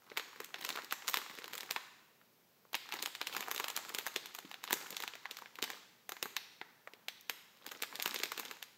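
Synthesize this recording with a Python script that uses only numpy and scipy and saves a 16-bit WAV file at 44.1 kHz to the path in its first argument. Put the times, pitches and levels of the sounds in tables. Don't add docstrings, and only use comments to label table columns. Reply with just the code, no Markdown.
import sys
import numpy as np
from scipy import signal
from scipy.fft import rfft, irfft, next_fast_len
from scipy.io import wavfile

SR = 44100
rng = np.random.default_rng(int(sys.argv[2]) if len(sys.argv) > 2 else 0)


def dump_mix(stems):
    frames = np.atleast_2d(stems).T
    limited = np.clip(frames, -1, 1)
    pcm = np.round(limited * 32767).astype(np.int16)
    wavfile.write(sys.argv[1], SR, pcm)


N = 386757
CUTOFF_HZ = 15700
SNAP_SAMPLES = 768
SNAP_LEVEL_S = .005
LEAD_S = .004


def from_db(db):
    return np.exp(np.asarray(db) * np.log(10) / 20)


def at_hz(points, hz):
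    f, value = np.transpose(points)
    return np.interp(np.log(np.maximum(hz, 1)), np.log(f), value)


def coloured(x, spectrum):
    size = next_fast_len(len(x))
    gain = from_db(at_hz(spectrum, np.fft.rfftfreq(size, 1 / SR)))
    y = irfft(rfft(x, size) * gain, size)[:len(x)]
    return y / np.std(y)


def noise(spectrum):
    return coloured(rng.standard_normal(N), spectrum)


def resonance(x, hz, q):
    w = 2 * np.pi * min(hz, .45 * SR) / SR
    a = np.sin(w) / (2 * q)
    return signal.lfilter([a, 0, -a], [1 + a, -2 * np.cos(w), 1 - a], x)


def lowpass(x, hz):
    w = 2 * np.pi * min(hz, .45 * SR) / SR
    a, c = np.sin(w) / np.sqrt(2), np.cos(w)
    return signal.lfilter(np.array([1, 2, 1]) * (1 - c) / 2, [1 + a, -2 * c, 1 - a], x)


def at_level(x, db):
    return x * from_db(db) * np.sqrt(SNAP_LEVEL_S * SR / np.sum(x ** 2))


def add(track, s, sound):
    i = int(np.clip(round(s * SR), 0, N - 1))
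    track[i:i + len(sound)] += sound[:N - i]


def jolt(flutter, decay_s, creep, creep_s):
    t = (np.arange(SNAP_SAMPLES) - round(LEAD_S * SR)) / SR
    before = creep * np.exp(-np.abs(t) / creep_s)
    after = flutter * np.exp(-np.abs(t) / decay_s)
    shiver = np.where(t < 0, before, after)
    return (t == 0) + shiver * rng.standard_normal(SNAP_SAMPLES)


def snap(hz, facet_db, thump_db, crack_db, ragged):
    own = np.exp(ragged * rng.standard_normal(4).clip(-1.5, 1.5))
    taut = np.clip((crack_db - facet_db + 22.5) / 21, 0, 1)

    flip = jolt(flutter=0.11 * ragged, decay_s=0.0027, creep=0.1 * ragged, creep_s=0.00076)
    body = resonance(flip, hz, q=1.15 - 0.88 * taut)
    ring = resonance(flip, hz * own[3] ** 0.12, q=24.0)
    panel = resonance(flip, 930 * own[0] ** 0.25, q=3.1)
    seam = resonance(flip, 3700 * own[1] ** 0.021, q=4.0)
    facet = body + 0.27 * ring + 1.09 * panel + 0.45 * seam
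    facet = lowpass(resonance(facet, 0.76 * hz, q=0.66), hz * (1.84 + 0.87 * taut))

    pouch_hz = np.clip(470 * 2 ** (-(thump_db + 49) / 45), 395, 600) * own[2] ** 0.049
    thump = resonance(resonance(flip, pouch_hz, q=3.14), 0.59 * pouch_hz, q=0.58)

    split = jolt(flutter=0.46 * ragged, decay_s=0.0013, creep=0.2 * ragged, creep_s=0.00057)
    sharpness = from_db(np.clip(0.18 * (crack_db - facet_db + 5.5), -9, 6))
    crack = resonance(resonance(split, 6910, q=3.8), 3070, q=0.69)
    fizz = resonance(resonance(split, 14520, q=2.3), 12440, q=2.5)
    crack = crack + 0.79 * sharpness * fizz

    sound = at_level(facet, facet_db - .2) + at_level(thump, thump_db - 1.5) + at_level(crack, crack_db - .2)
    return rng.choice([-1, 1]) * sound


def creases(snaps, ragged):
    out = np.zeros(N)
    for s, hz, facet_db, thump_db, crack_db in snaps:
        add(out, s - LEAD_S, snap(hz, facet_db, thump_db, crack_db, ragged))
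    return out


# time of the flip in seconds, facet pitch in Hz, then
# facet ring, pouch thump and treble crack in dB, before the small trims in snap().
MAIN_SNAPS = [(0.117, 1680, -48, -45.5, -71), (0.1731, 2380, -30.5, -43, -41.5),
              (0.1791, 1820, -39.5, -57, -41.5), (0.197, 2470, -39, -47.5, -51.5),
              (0.4032, 1910, -40.5, -41.5, -47), (0.4454, 3050, -47.5, -69, -46),
              (0.5434, 2250, -37, -50.5, -53), (0.612, 2380, -49, -64, -49.5),
              (0.6495, 3100, -35.5, -60, -41.5), (0.6909, 2680, -35.5, -55, -40),
              (0.7037, 1920, -39.5, -57, -50), (0.76, 2700, -42.5, -66, -50), (0.7739, 1730, -38, -59, -58),
              (0.9104, 2860, -40, -79, -56), (0.9244, 1740, -30.5, -45.5, -35.5),
              (1.0804, 3750, -32, -52, -38), (1.0863, 1720, -35.5, -57, -37), (1.0968, 2880, -44, -51, -37),
              (1.1422, 2750, -27, -48.5, -34), (1.1717, 2520, -31, -41.5, -38),
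              (1.3873, 1960, -43.5, -48, -52), (1.4426, 2343, -42, -49.5, -50.5),
              (1.534, 2360, -41, -54, -47), (1.5532, 2340, -44, -56, -45), (1.5795, 3520, -42, -64, -44),
              (1.6076, 3380, -40.5, -66, -48), (1.6321, 2000, -44.5, -49.5, -54),
              (1.7099, 2820, -32, -48, -36), (1.7626, 1980, -31, -47, -49.5),
              (2.2143, 1750, -61.5, -77, -86), (2.652, 1050, -62, -64, -77),
              (2.7318, 1940, -44, -52.5, -47), (2.7445, 2820, -31, -50.5, -58),
              (2.752, 2940, -33, -46.5, -38.5), (2.9234, 2730, -36, -66, -47),
              (2.94, 1500, -40.5, -46, -44), (3.0256, 3640, -36, -70, -37.5),
              (3.0598, 2920, -33, -51, -39.5), (3.1515, 2740, -39.5, -65, -48),
              (3.2146, 2500, -32.5, -44, -45), (3.271, 3180, -35, -59, -41.5),
              (3.3663, 2050, -33.5, -45, -38.5), (3.4075, 2290, -38.5, -47, -40.5),
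              (3.4835, 1110, -38, -48, -48.5), (3.5137, 1920, -34.5, -45, -36),
              (3.547, 2600, -44, -54, -42), (3.5619, 3400, -40, -45.5, -47), (3.579, 2550, -38, -66, -43),
              (3.5996, 1860, -32.5, -41.5, -40), (3.6428, 2100, -34.5, -63, -42),
              (3.683, 2650, -38, -56, -40), (3.7018, 2850, -40, -66, -43.5),
              (3.7649, 4000, -34.5, -60, -37.5), (3.775, 2150, -36, -52, -42),
              (3.8933, 3300, -45, -63, -47.5), (3.9481, 3200, -36, -46.5, -38),
              (3.9864, 2540, -33.5, -44, -38), (4.066, 2270, -35, -65, -38),
              (4.0724, 2100, -37.5, -58, -43.5), (4.1616, 2920, -30.5, -38, -40),
              (4.2587, 3060, -45, -67, -47.5), (4.3493, 2470, -45, -63, -43),
              (4.388, 1960, -43, -57, -47.5), (4.5146, 2070, -43, -59, -54), (4.5422, 2560, -42, -57, -55),
              (4.6399, 2300, -39, -58, -44), (4.677, 2520, -41.5, -78, -59),
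              (4.7082, 2120, -32.5, -44, -41), (4.7292, 2120, -28, -34, -28), (4.906, 3400, -48, -54, -44),
              (4.9679, 3460, -36, -69, -45), (5.003, 2320, -40.5, -51, -45),
              (5.0238, 3330, -40.5, -62, -46.5), (5.037, 1710, -36.5, -49, -46.5),
              (5.078, 2500, -37, -56, -46.5), (5.1367, 2650, -44.5, -56, -64),
              (5.154, 2000, -45, -52.5, -55), (5.2558, 1800, -37.5, -84, -62),
              (5.3115, 3460, -40, -51, -48), (5.3699, 2920, -44.5, -66, -51), (5.388, 2020, -47, -60, -53),
              (5.4214, 1240, -45, -52, -61), (5.459, 2020, -47, -64, -70), (5.556, 2810, -49.5, -66, -56),
              (5.588, 1650, -42, -50, -56), (5.626, 3300, -31, -38, -39), (5.6407, 3200, -35.5, -54, -41.5),
              (5.7023, 1770, -38.5, -50, -45), (6.0929, 1900, -40.5, -56, -41),
              (6.1206, 1800, -40, -47.5, -45), (6.1675, 2150, -47, -72, -60),
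              (6.2275, 3040, -33, -40.5, -35), (6.257, 1420, -39.5, -46, -52),
              (6.3664, 2960, -31, -59, -40.5), (6.6144, 1680, -39, -48.5, -64),
              (6.8744, 1350, -43, -68, -64), (6.9359, 2340, -50.5, -55, -61),
              (7.0844, 3000, -34.5, -58, -44.5), (7.21, 3080, -75, -96, -56),
              (7.297, 2960, -31.5, -46, -37), (7.6649, 2680, -42.5, -55, -46),
              (7.7182, 2100, -42.5, -50, -46.5), (7.823, 3180, -34.5, -43.5, -37.5),
              (7.8346, 2200, -35.5, -55, -48), (7.956, 3370, -40.5, -52, -46.5),
              (7.999, 2380, -36.5, -58, -47), (8.0244, 3600, -36.5, -66, -36),
              (8.0594, 2530, -29.5, -40.5, -36), (8.077, 1980, -38.5, -49, -41),
              (8.11, 3970, -41.5, -59, -52), (8.1441, 2890, -37, -47, -39.5), (8.1607, 3600, -35, -46, -56),
              (8.1895, 3680, -45, -70, -47), (8.201, 2000, -41, -44, -50),
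              (8.2349, 2770, -30, -42.5, -36.5), (8.2569, 2490, -41, -51, -49),
              (8.3194, 1820, -35.5, -49, -42), (8.3778, 2370, -38.5, -45, -44),
              (8.3971, 2360, -38, -45.5, -38.5), (8.4523, 2950, -44, -52, -50),
              (8.512, 2240, -41, -49, -48), (8.6269, 3180, -40.5, -69, -46.5)]


def neighbour_snaps():
    lead_s, before_db = .005, -14
    lag_s, after_db = .011, -12
    spread_oct = 0.45
    slack_below_db, slack_share = -58, 0.43
    rows = []
    for s, hz, *levels in MAIN_SNAPS:
        slack_db = slack_share * min(effort_db(s) - slack_below_db, 0)
        for gap, db in (-lead_s, before_db), (lag_s, after_db):
            pitch = hz * 2 ** (spread_oct * rng.standard_normal())
            rows.append((s + gap * rng.uniform(.3, 1.5), pitch, *np.add(levels, db + slack_db)))
    return rows


def lesser_snaps():
    per_s = 30
    centre_hz, spread_oct = 2100, 0.47
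    above_db, spread_db = 5.5, 3.5
    thump_db, crack_db, colour_db = -15.5, -16, 8.5
    count = int(per_s * N / SR)
    s = (np.arange(count) + rng.random(count)) / per_s
    pitch, size, thump, crack = rng.standard_normal((count, 4)).clip(-2, 1.5).T
    hz = centre_hz * 2 ** (spread_oct * pitch)
    facet = effort_db(s) + above_db + spread_db * size
    return np.transpose([s, hz, facet,
                         facet + thump_db + colour_db * thump,
                         facet + crack_db + colour_db * crack])


# start in seconds, hold in seconds, effort in dB.
HAND_GRIPS = [(0.12, 0.32, -60.5), (0.629, 0.15, -48.5), (1.02, 0.72, -56.5), (2.95, 0.042, -48.5),
              (3.34, 0.056, -46), (3.52, 0.52, -54.5), (4.15, 0.35, -62.5), (4.699, 0.23, -54),
              (5.3, 0.11, -63.5), (5.67, 0.039, -54.5), (7.68, 0.084, -56), (7.94, 0.26, -55),
              (8.36, 0.16, -57)]


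def effort_db(s):
    rise_db_per_s, fall_db_per_s = 142, 132
    rest_db = -96
    grips = []
    for start, held, db in HAND_GRIPS:
        swell = rise_db_per_s * np.maximum(start - s, 0)
        release = fall_db_per_s * np.maximum(s - start - held, 0)
        grips.append(db - swell - release)
    return np.maximum(np.max(grips, axis=0), rest_db)


# frequency in Hz, relative level in
# dB per Hz.
FILM_COLOUR = [(70, -32), (130, -6.5), (250, 2), (420, 0), (620, -7.5), (900, 1), (2000, -5.5), (4000, -6),
               (7000, -14.5), (9700, -20.5), (13000, -12), (16000, -11.5)]


def crinkles(work, per_s, spread_db, count=18):
    out = np.zeros(N)
    for hz in np.geomspace(380, 8000, count):
        at = rng.integers(0, N, round(per_s * N / SR / count))
        size = from_db(spread_db * rng.standard_normal(len(at)).clip(-2, 1.5))
        clicks = np.zeros(N)
        clicks[at] = size * rng.choice([-1, 1], len(at))
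        out += resonance(resonance(clicks + 1e-18, hz, q=5.1), hz, q=0.16)
    return work * coloured(out, FILM_COLOUR)


def rubbing(work, slip_hz, grip_db):
    slips = lowpass(rng.standard_normal(N), slip_hz)
    return work * from_db(grip_db * slips / np.std(slips)) * noise(FILM_COLOUR)


# start in seconds, peak in dB before the common level_db is added.
FINGER_BUMPS = [(0.398, -48), (3.396, -44), (4.157, -40), (4.448, -33.5), (4.726, -47), (5.621, -62),
                (6.254, -34.5)]


def bumps(hz, level_db):
    out, t = np.zeros(N), np.arange(2048) / SR
    push = resonance(resonance(1.0 * (t == 0), hz, q=1.8), hz, q=1.2)
    push = push / np.abs(push).max()
    for s, db in FINGER_BUMPS:
        add(out, s, from_db(db + level_db) * push)
    return out


# frequency in Hz, relative level in dB.
TAIL_COLOUR = [(100, -7), (280, -1.5), (430, -3), (600, -2.5), (900, -4), (1700, -1), (3000, -2.5),
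               (5500, 3), (10000, -0.5), (14000, 1)]
# frequency in Hz, time to die by 60 dB in seconds.
TAIL_T60 = [(150, 1), (450, 0.81), (1000, 1), (2800, 0.99), (7000, 0.88), (14000, 0.44)]


def echo(near_db, near_s, tail_db):
    t = np.arange(SR) / SR
    f = np.fft.rfftfreq(SR, 1 / SR)
    wash = rfft(coloured(rng.standard_normal(SR), TAIL_COLOUR))
    edges = np.linspace(np.sqrt(60), np.sqrt(CUTOFF_HZ), 13) ** 2
    tail = np.zeros(SR)
    for lo, hi in zip(edges, edges[1:]):
        band = irfft(wash * (f >= lo) * (f < hi), SR)
        t60 = at_hz(TAIL_T60, np.sqrt(lo * hi))
        tail += band * np.exp(-np.log(1000) * t / t60)
    tail = tail * np.clip((t - .004) / 0.0051, 0, 1)
    near = rng.standard_normal(SR) * np.exp(-t / near_s) * (t > .0028)
    return from_db(near_db) * near / np.linalg.norm(near) + from_db(tail_db) * tail / np.linalg.norm(tail)


def room(x, near_db, near_s, tail_db, count):
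    out = np.zeros(N)
    for at in np.array_split(np.arange(N), count):
        add(out, at[0] / SR, signal.fftconvolve(x[at], echo(near_db, near_s, tail_db)))
    return out


# frequency in Hz, relative level in dB per Hz.
AIR_COLOUR = [(30, 3), (80, -12), (120, -4.5), (200, 0), (300, -5.5), (480, -4), (650, -7), (1400, -10.5),
              (3000, -13.5), (6000, -15.5), (9500, -22.5), (12000, -16), (15000, -13), (16000, -13.5)]


def air(level_db):
    return from_db(level_db) * noise(AIR_COLOUR)


def tone(hz, peak_db):
    return from_db(peak_db) * np.sin(2 * np.pi * hz * np.arange(N) / SR)


def scene():
    work = from_db(effort_db(np.arange(N) / SR))
    snaps = [*MAIN_SNAPS, *lesser_snaps(), *neighbour_snaps()]
    fine = from_db(-5.5) * crinkles(work, per_s=250, spread_db=7.5)
    rub = from_db(-7.5) * rubbing(work, slip_hz=70, grip_db=4.5)
    fingers = fine + rub + bumps(hz=248, level_db=-10.5)
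    direct = creases(snaps, ragged=0.81) + fingers
    all_round = creases(snaps, ragged=.25) + fingers
    reflected = room(all_round, near_db=-10.5, near_s=0.0092, tail_db=-11.0, count=8)
    whine = tone(hz=11400, peak_db=-85)
    hum = tone(hz=121, peak_db=-85)
    return (direct + reflected + air(level_db=-68.5) + whine + hum)[None]


def record(dry):
    thin = signal.sosfilt(signal.butter(2, 110, "high", fs=SR, output="sos"), dry)
    return signal.sosfilt(signal.ellip(10, .2, 70, CUTOFF_HZ, fs=SR, output="sos"), thin)


dry = scene()
out = record(dry)
dump_mix(out)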